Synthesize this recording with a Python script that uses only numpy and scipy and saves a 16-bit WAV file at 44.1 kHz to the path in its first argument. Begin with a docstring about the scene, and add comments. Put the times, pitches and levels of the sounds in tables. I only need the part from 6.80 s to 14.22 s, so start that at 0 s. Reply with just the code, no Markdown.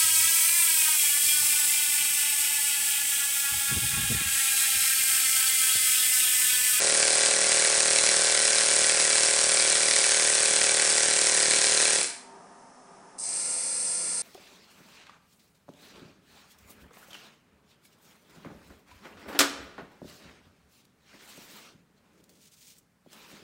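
"""Toy air engine and geared motor

An air engine of plastic bricks runs at about 38 turns a second on a table in a small room. Each turn
shakes the frame, ticks the linkage, clicks the valve, slaps the piston at both ends and puffs out air.
The air is shut off and the engine stalls. A second later a small electric motor starts and whirrs on,
its gears rasping once a turn and whining at multiples of the shaft speed."""
import sys
import numpy as np
from scipy import signal
from scipy.fft import rfft, irfft, next_fast_len
from scipy.io import wavfile
from scipy.ndimage import map_coordinates

SR = 44100
rng = np.random.default_rng(int(sys.argv[2]) if len(sys.argv) > 2 else 0)


def output_pcm(signal):
    """Save a mono or channel-first signal as 16-bit PCM at the path in sys.argv[1].

    Samples are clipped to [-1, 1] before scaling.
    """
    pcm = np.clip(np.atleast_2d(signal).T, -1, 1) * 32767
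    wavfile.write(sys.argv[1], SR, np.round(pcm).astype(np.int16))


N = 327222

# piston reversals: (crank position [turns], spread [turns], relative slap [dB], relative puff [dB])
REVERSALS = [(.13, .048, -0.5, -2.5), (.825, 0.03902, 3.5, 2)]
# spectrum of a hard blow on plastic: (frequency [Hz], gain [dB])
CRACK_SPECTRUM = [(300, -19), (900, -14.5), (1700, -11), (3100, -7), (4100, -7), (6000, -6.5), (7200, 3.5),
                  (8300, -1.5), (9300, -2), (10400, 2.5)]


def amp(db):
    """Amplitude ratio of a level in decibels."""
    return 10 ** (np.asarray(db) / 20)


def unit(x):
    """Normalisation to rms 1."""
    return x / np.sqrt(np.mean(x ** 2) + 1e-20)


def along(points, hz):
    """Interpolation of (frequency [Hz], value) points on a logarithmic frequency axis."""
    frequencies, values = np.transpose(points)
    return np.interp(np.log(hz + 1), np.log(frequencies + 1), values)


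def seconds():
    """The time of every sample."""
    return np.arange(N) / SR


def since(start):
    """Seconds since start, zero before it."""
    return np.maximum(seconds() - start, 0)


def ramp(start_s, length_s):
    """A linear rise from 0 to 1."""
    return np.minimum(since(start_s) / length_s, 1)


def wobble(rate):
    """Smooth random modulation: a spline through `rate` Gaussian values a second."""
    return map_coordinates(rng.standard_normal(int(N * rate / SR) + 4), [np.arange(N) * rate / SR])


def filtered(x, response):
    """Linear filtering: the spectrum of x times a complex frequency response."""
    size = next_fast_len(N + SR // 2)
    return irfft(rfft(x, size) * response(np.fft.rfftfreq(size, 1 / SR)), size)[..., :N]


def coloured(x, spectrum):
    """Spectral shaping by (frequency [Hz], gain [dB]) points, at rms 1."""
    return unit(filtered(x, lambda hz: amp(along(spectrum, hz))))


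def passes(turns, position):
    """Sample times at which a shaft passes one angular position."""
    return np.interp(np.arange(int(turns[-1])) + position, turns, np.arange(N))


def impulses(at, sizes):
    """Band-limited impulses: windowed sinc pulses at fractional sample times."""
    taps = np.floor(at)[:, None] + np.arange(-7, 9)
    lag = taps - at[:, None]
    pulse = np.sinc(lag) * np.sinc(lag / 8) * sizes[:, None]
    return np.bincount(np.clip(taps, 0, N).astype(int).ravel(), pulse.ravel(), N + 1)[:N]


def ring(x, decay_s, rise_s=0.00055):
    """Convolution with the impulse response of a part with many close modes: a swell, then decay."""
    t = np.arange(SR // 16) / SR
    envelope = amp(-60 * t / decay_s) * (1 - np.exp(-t / rise_s)) ** 2
    modes = rfft(rng.standard_normal(len(t)) * envelope)
    response = irfft(modes / np.sqrt(np.abs(modes)))[:len(t) // 2]  # evens out the modes' strengths
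    return signal.fftconvolve(x, response / np.linalg.norm(response))[:N]


def contacts(turns, table, decay_s, jitter_ms, scatter_db):
    """Periodic impacts: each (position [turns], level [dB]) excites its own ring once a turn."""
    out = np.zeros(N)
    for position, db in table:
        at = passes(turns, position)
        delay, strength = rng.standard_normal((len(at), 2)).T
        blows = impulses(at + delay * jitter_ms * SR / 1000, amp(db + scatter_db * strength))
        out += ring(blows, decay_s)
    return unit(out)


def background():
    """Ambient noise: a broadband floor, narrow bands heard as wavering tones, and a faint hiss."""
    # room noise: (frequency [Hz], relative spectral density [dB])
    noise_spectrum = [(25, -16), (90, -18.5), (190, 1), (300, -4.5), (470, -4), (700, 0), (950, -0.5),
                      (1130, -4), (1270, -2), (1450, -9.5), (1680, -7.5), (2100, -15), (3600, -24),
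                      (10400, -50)]
    # wavering tones: (frequency [Hz], level [dB])
    hum_tones = [(253.0, -68), (393.0, -65.5), (694.4, -62.5), (748.3, -68.5), (850.6, -67), (915.2, -63),
                 (952.8, -67), (1217, -67.5)]
    # hiss: (frequency [Hz], relative spectral density [dB])
    hiss_spectrum = [(2500, -27.5), (4300, -11.5), (5050, -6.5), (5400, 0.5), (5650, -5), (6200, -3.5),
                     (7000, -8), (8600, -5.5), (10400, -7.5)]
    hum = np.zeros(N)
    for hz, db in hum_tones:
        phase = 2 * np.pi * hz * seconds()
        hum += amp(db + 0.5) * (wobble(12) * np.sin(phase) + wobble(14) * np.cos(phase))
    hiss = amp(-60) * coloured(rng.standard_normal(N), hiss_spectrum)
    floor = amp(-53.5) * coloured(rng.standard_normal(N), noise_spectrum) * amp(0.79 * wobble(6))
    return floor + hum + hiss


def pressure(shut_off_s=5.125, bleed_s=.123):
    """Share of the driving pressure: full until shut-off, then a Gaussian fall as air bleeds away."""
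    return np.exp(-(since(shut_off_s) / bleed_s) ** 2)


def drag(start_s=4.2747, build_s=.3013, release_s=.4204):
    """A passing load on the crank, 0 to 1: linear build-up, then exponential relaxation."""
    return ramp(start_s, build_s) * np.exp(-since(start_s + build_s) / release_s)


def crank(start_hz=38.6612, sag_hz_per_s=.0949, drag_hz=.8381, coast_power=.12):
    """Turns as the integral of speed, which sags, dips under drag and runs down with the pressure."""
    speed = start_hz - sag_hz_per_s * seconds() - drag_hz * drag()
    return np.cumsum(speed * pressure() ** coast_power) / SR


def frame_purr(turns, knock_position=.87, creep_mid_s=4.2, creep_s=.5, ease_db_per_s=0.69):
    """Forced vibration: one knock a turn drives the frame at harmonics of the crank speed."""
    # frame harmonics before it creeps into a new stance: (crank multiple, relative level [dB])
    early_harmonics = [(1, -28), (2, -27), (3, -26), (4, -20), (5, -16), (6, -22), (7, -18), (8, -24),
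                       (9, -11), (10, -9), (11, -5), (12, -9), (13, -11), (14, 0), (15, -3), (16, -10),
                       (17, -8), (18, -11), (19, -9), (20, -18), (21, -15), (22, -13), (23, -19)]
    # frame harmonics once it has crept: (crank multiple, relative level [dB])
    crept_harmonics = [(1, -25), (2, -24), (3, -22), (4, -21), (5, -12), (6, -20), (7, -15), (8, -15),
                       (9, -9), (10, -5), (11, -1), (12, -7), (13, -7), (14, 0), (15, -2), (16, -11),
                       (17, -10), (18, -9), (19, -6), (20, -14), (21, -11), (22, -8), (23, -17)]
    # harmonics of the thin panels: (crank multiple, relative level [dB])
    panel_harmonics = [(29, -14), (37, -10), (50, -13)]
    creep = 1 / (1 + np.exp((creep_mid_s - seconds()) / creep_s))
    # the harmonics fall out of step as the engine labours
    stumble_rad = 0.81 * np.sqrt(1 - pressure()) + 0.2 * drag()
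    purr = np.zeros(N)
    for order, db in [*early_harmonics, *panel_harmonics]:
        level_db = db + creep * (dict(crept_harmonics).get(order, db) - db)
        lag = rng.uniform(-1.3, 1.3) + stumble_rad * wobble(30)  # each has its own path through the bricks
        purr -= amp(level_db) * np.sin(2 * np.pi * order * (turns - knock_position) + lag)
    return unit(purr) * amp(-33.5 - ease_db_per_s * seconds() + 0.34 * wobble(25)) * pressure()


def linkage_ticks(turns):
    """Impact excitation: the linkage touches at set crank angles and its plastic rings."""
    # linkage contacts: (crank position [turns], relative level [dB])
    ticks = [(.11, -2), (0.379, 7), (.425, 1.5), (0.465, -11.5), (0.549, -2.5), (.59, 4), (.655, -4),
             (0.699, -3.5), (.80, -2)]
    # response of the plastic: (frequency [Hz], gain [dB])
    plastic_spectrum = [(200, -24.5), (600, -17.5), (950, -6.5), (1300, -3), (1600, -1.5), (2400, -6.5),
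                        (3000, -9), (3700, -3), (4200, -7), (5600, 3), (7200, -1), (8400, 1.5),
                        (10400, -12)]
    ringing = contacts(turns, ticks, decay_s=0.022, jitter_ms=0.058, scatter_db=2.0)
    return amp(-31) * coloured(ringing, plastic_spectrum)


def valve_clicks(turns):
    """Damped free vibration: the valve strikes three times a turn and rings briefly in the treble."""
    # valve contacts: (crank position [turns], relative level [dB])
    clicks = [(.035, -21), (.38, 2), (.65, 6.5)]
    # response of the valve: (frequency [Hz], gain [dB])
    valve_spectrum = [(2000, -29), (6000, -34), (7500, -1), (8500, 3.5), (9400, 2.5), (10400, -16)]
    ringing = contacts(turns, clicks, decay_s=0.0092, jitter_ms=.007, scatter_db=1.5)
    return amp(-30.5) * coloured(ringing, valve_spectrum)


def piston_slap(turns, scatter_db=3, turn_scatter_db=3.5, blow_count=10):
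    """Modal excitation: the loose piston chatters at each reversal, ringing the bricks in a new mix."""
    # brick resonances: (frequency [Hz], bandwidth [Hz], relative level [dB])
    brick_modes = [(1620, 190, -2.5), (1928, 170, -0.5), (2298, 190, -0.5), (2567, 80, -5.5),
                   (4104, 130, 2), (4825, 160, -1), (5620, 430, 1), (6720, 500, 0)]
    times, sizes = [], []
    for position, spread, slap_db, _ in REVERSALS:
        at = passes(turns, position)
        force_db = slap_db + turn_scatter_db * rng.uniform(-0.93, 1, (len(at), 1))
        offset = rng.uniform(-2, 2, (len(at), blow_count))
        times.append(at[:, None] + spread * np.median(np.diff(at)) * offset)
        blow_db = force_db + scatter_db * rng.uniform(-0.9, 1, offset.shape)
        sizes.append(amp(blow_db) / (1 + .5 * offset ** 2))  # strongest in mid-reversal
    times, sizes = np.ravel(times), np.ravel(sizes)

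    def blows():
        """The same impact times with fresh random weights and signs."""
        return impulses(times, sizes * rng.uniform(-1.08, 1, len(times)))

    bricks = np.zeros(N)
    for centre, width, db in brick_modes:
        mode = filtered(blows(), lambda hz: 1j * hz * width / (centre ** 2 - hz ** 2 + 1j * hz * width))
        bricks += amp(db) * unit(mode)
    crack = coloured(ring(blows(), decay_s=0.005), CRACK_SPECTRUM)
    return amp(-32) * unit(bricks) + amp(-27.5) * crack


def exhaust(turns, leak=0.49, widen=1.16):
    """Flow noise: a steady leak and a puff at each reversal modulate the hiss of escaping air."""
    # escaping air: (frequency [Hz], relative spectral density [dB])
    air_spectrum = [(25, -19.5), (150, -21.5), (450, -11), (1000, -11.5), (1900, -6.5), (3100, -7),
                    (5300, -3), (7200, -6.5), (8200, 0), (9300, -4), (9800, -1.5), (10400, -6)]
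    flow = np.full(N, leak)
    for position, spread, _, puff_db in REVERSALS:
        turns_away = (turns - position + .5) % 1 - .5
        flow += amp(puff_db) * np.exp(-.5 * (turns_away / (widen * spread)) ** 2)
    hiss = coloured(rng.standard_normal(N), air_spectrum)
    return amp(-26.5) * unit(flow * hiss * amp(1.5 * wobble(60)))


def stall_clack():
    """An impact transient: the linkage catches once as the engine stalls."""
    # the blow of the catch, ahead of the plastic's response: (time [s], level [dB])
    catches = [(5.2298, 5.5)]
    at_s, db = np.transpose(catches)
    ringing = ring(impulses(at_s * SR, amp(db)), decay_s=.005)
    return filtered(ringing, lambda hz: amp(along(CRACK_SPECTRUM, hz)))


def motor(switch_on_s=6.36, spin_up_s=.037, full_hz=164.95):
    """First-order spin-up: the motor nears full speed exponentially. Returns gear rasp and whine."""
    speed = 1 - np.exp(-since(switch_on_s) / spin_up_s)  # share of full speed
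    bite = ramp(start_s=6.377, length_s=.012)  # the gears take up their slack
    level = amp(-29) * bite * speed ** 0.64
    turns = np.cumsum(full_hz * speed * (1 + .0005 * wobble(30))) / SR
    at_speed = speed ** 14  # rumble and whine build up only near full speed
    return level * amp(-5) * gear_rasp(turns, at_speed), level * at_speed * gear_whine(turns)


def gear_rasp(turns, at_speed, rub_depth=0.42):
    """Friction and impact: teeth rub and tick each turn, exciting the hollow gearbox's resonances."""
    # response of the motor case: (frequency [Hz], gain [dB])
    case_spectrum = [(25, -42), (90, -34), (160, -23), (420, -9.5), (1100, -16.5), (1800, -11.5),
                     (2500, -11.5), (3200, -18.5), (4300, -8.5), (4900, -5.5), (6200, -4.5), (6950, -9),
                     (8500, 1.5), (10300, -10.5)]
    teeth = contacts(turns, [(0, -2.5), (.45, 2)], decay_s=0.0054, jitter_ms=0.034, scatter_db=2.5)
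    teeth = coloured(teeth, [(1500, -9.5), (4500, -5.5), (8000, 6)])
    rub = unit(rng.standard_normal(N) * (1 + rub_depth * np.cos(2 * np.pi * (turns - .2))))
    gearbox = amp(-3) * ring(rub, decay_s=0.01)
    rasp = coloured(gearbox + rub + amp(-6) * teeth, case_spectrum)
    rumble = filtered(rasp, lambda hz: 1 / (1 + (hz / 3500) ** 4))
    return rasp - (1 - np.sqrt(at_speed)) * rumble


def gear_whine(turns):
    """Gear-mesh tones: wavering partials at multiples of the shaft speed, whose balance settles."""
    # partials: (motor multiple, level at first [dB], level once run in [dB]), relative to the motor
    partials = [(1, -32, -33), (3, -29, -27), (8.51, -32, -28), (15, -31, -35), (28, -25, -25),
                (44, -20, -21), (46, -23, -20), (49, -21, -19), (50, -11, -12), (51, -10, -13),
                (54, -18, -9), (56.15, -20, -17), (57.15, -18, -18), (59, -15, -13), (60, -19, -18)]
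    run_in = ramp(start_s=6.7, length_s=.3)
    whine = np.zeros(N)
    for order, first_db, settled_db in partials:
        rms = amp(first_db + run_in * (settled_db - first_db) + 2 * wobble(7))
        whine += np.sqrt(2) * rms * np.sin(2 * np.pi * order * turns + .2 * wobble(60))
    return whine


def room(x):
    """Reverberation: diffuse reflections begin after 5 ms and decay exponentially in each band."""
    # reverberation times: (frequency [Hz], time to fall 60 dB [s])
    decay_times = [(200, 0.24), (2000, 0.58), (10000, 0.42)]
    hz, t, bands = signal.stft(rng.standard_normal(SR // 2), SR, nperseg=256)
    tail = signal.istft(bands * amp(-60 * t / along(decay_times, hz)[:, None]), SR)[1]
    delayed = np.pad(x, (SR // 200, 0))
    return signal.fftconvolve(delayed, tail / np.linalg.norm(tail))[:N]


def scene():
    """Superposition in mid-side stereo: engine, then motor, nearly alike in both channels."""
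    # share of the reverberation that differs between left and right: (frequency [Hz], gain [dB])
    side_spectrum = [(60, -51), (96, -43), (150, -37), (250, -31), (400, -17.5), (640, -20.5),
                     (1030, -22.5), (1650, -35.5), (2650, -29), (4250, -23.5), (6830, -30.5), (11000, -18)]
    turns = crank()
    rasp, whine = motor()
    clatter = linkage_ticks(turns) + valve_clicks(turns) + piston_slap(turns) + exhaust(turns)
    noises = clatter * pressure() + stall_clack() + rasp
    machines = noises + frame_purr(turns) + whine + amp(-5) * room(noises)
    mid = machines + background()
    side = filtered(room(machines), lambda hz: amp(along(side_spectrum, hz)))
    side += amp(-17.5) * background()  # room noise arrives from all round
    return np.array([mid + side, mid - side])


def record(dry):
    """Band limiting: a steep low-pass removes the highest treble."""
    cutoff_hz = 10350
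    return filtered(dry, lambda hz: amp(-np.clip((hz - cutoff_hz) / 10, 0, 120)))


dry = scene()
out = record(dry)
output_pcm(out)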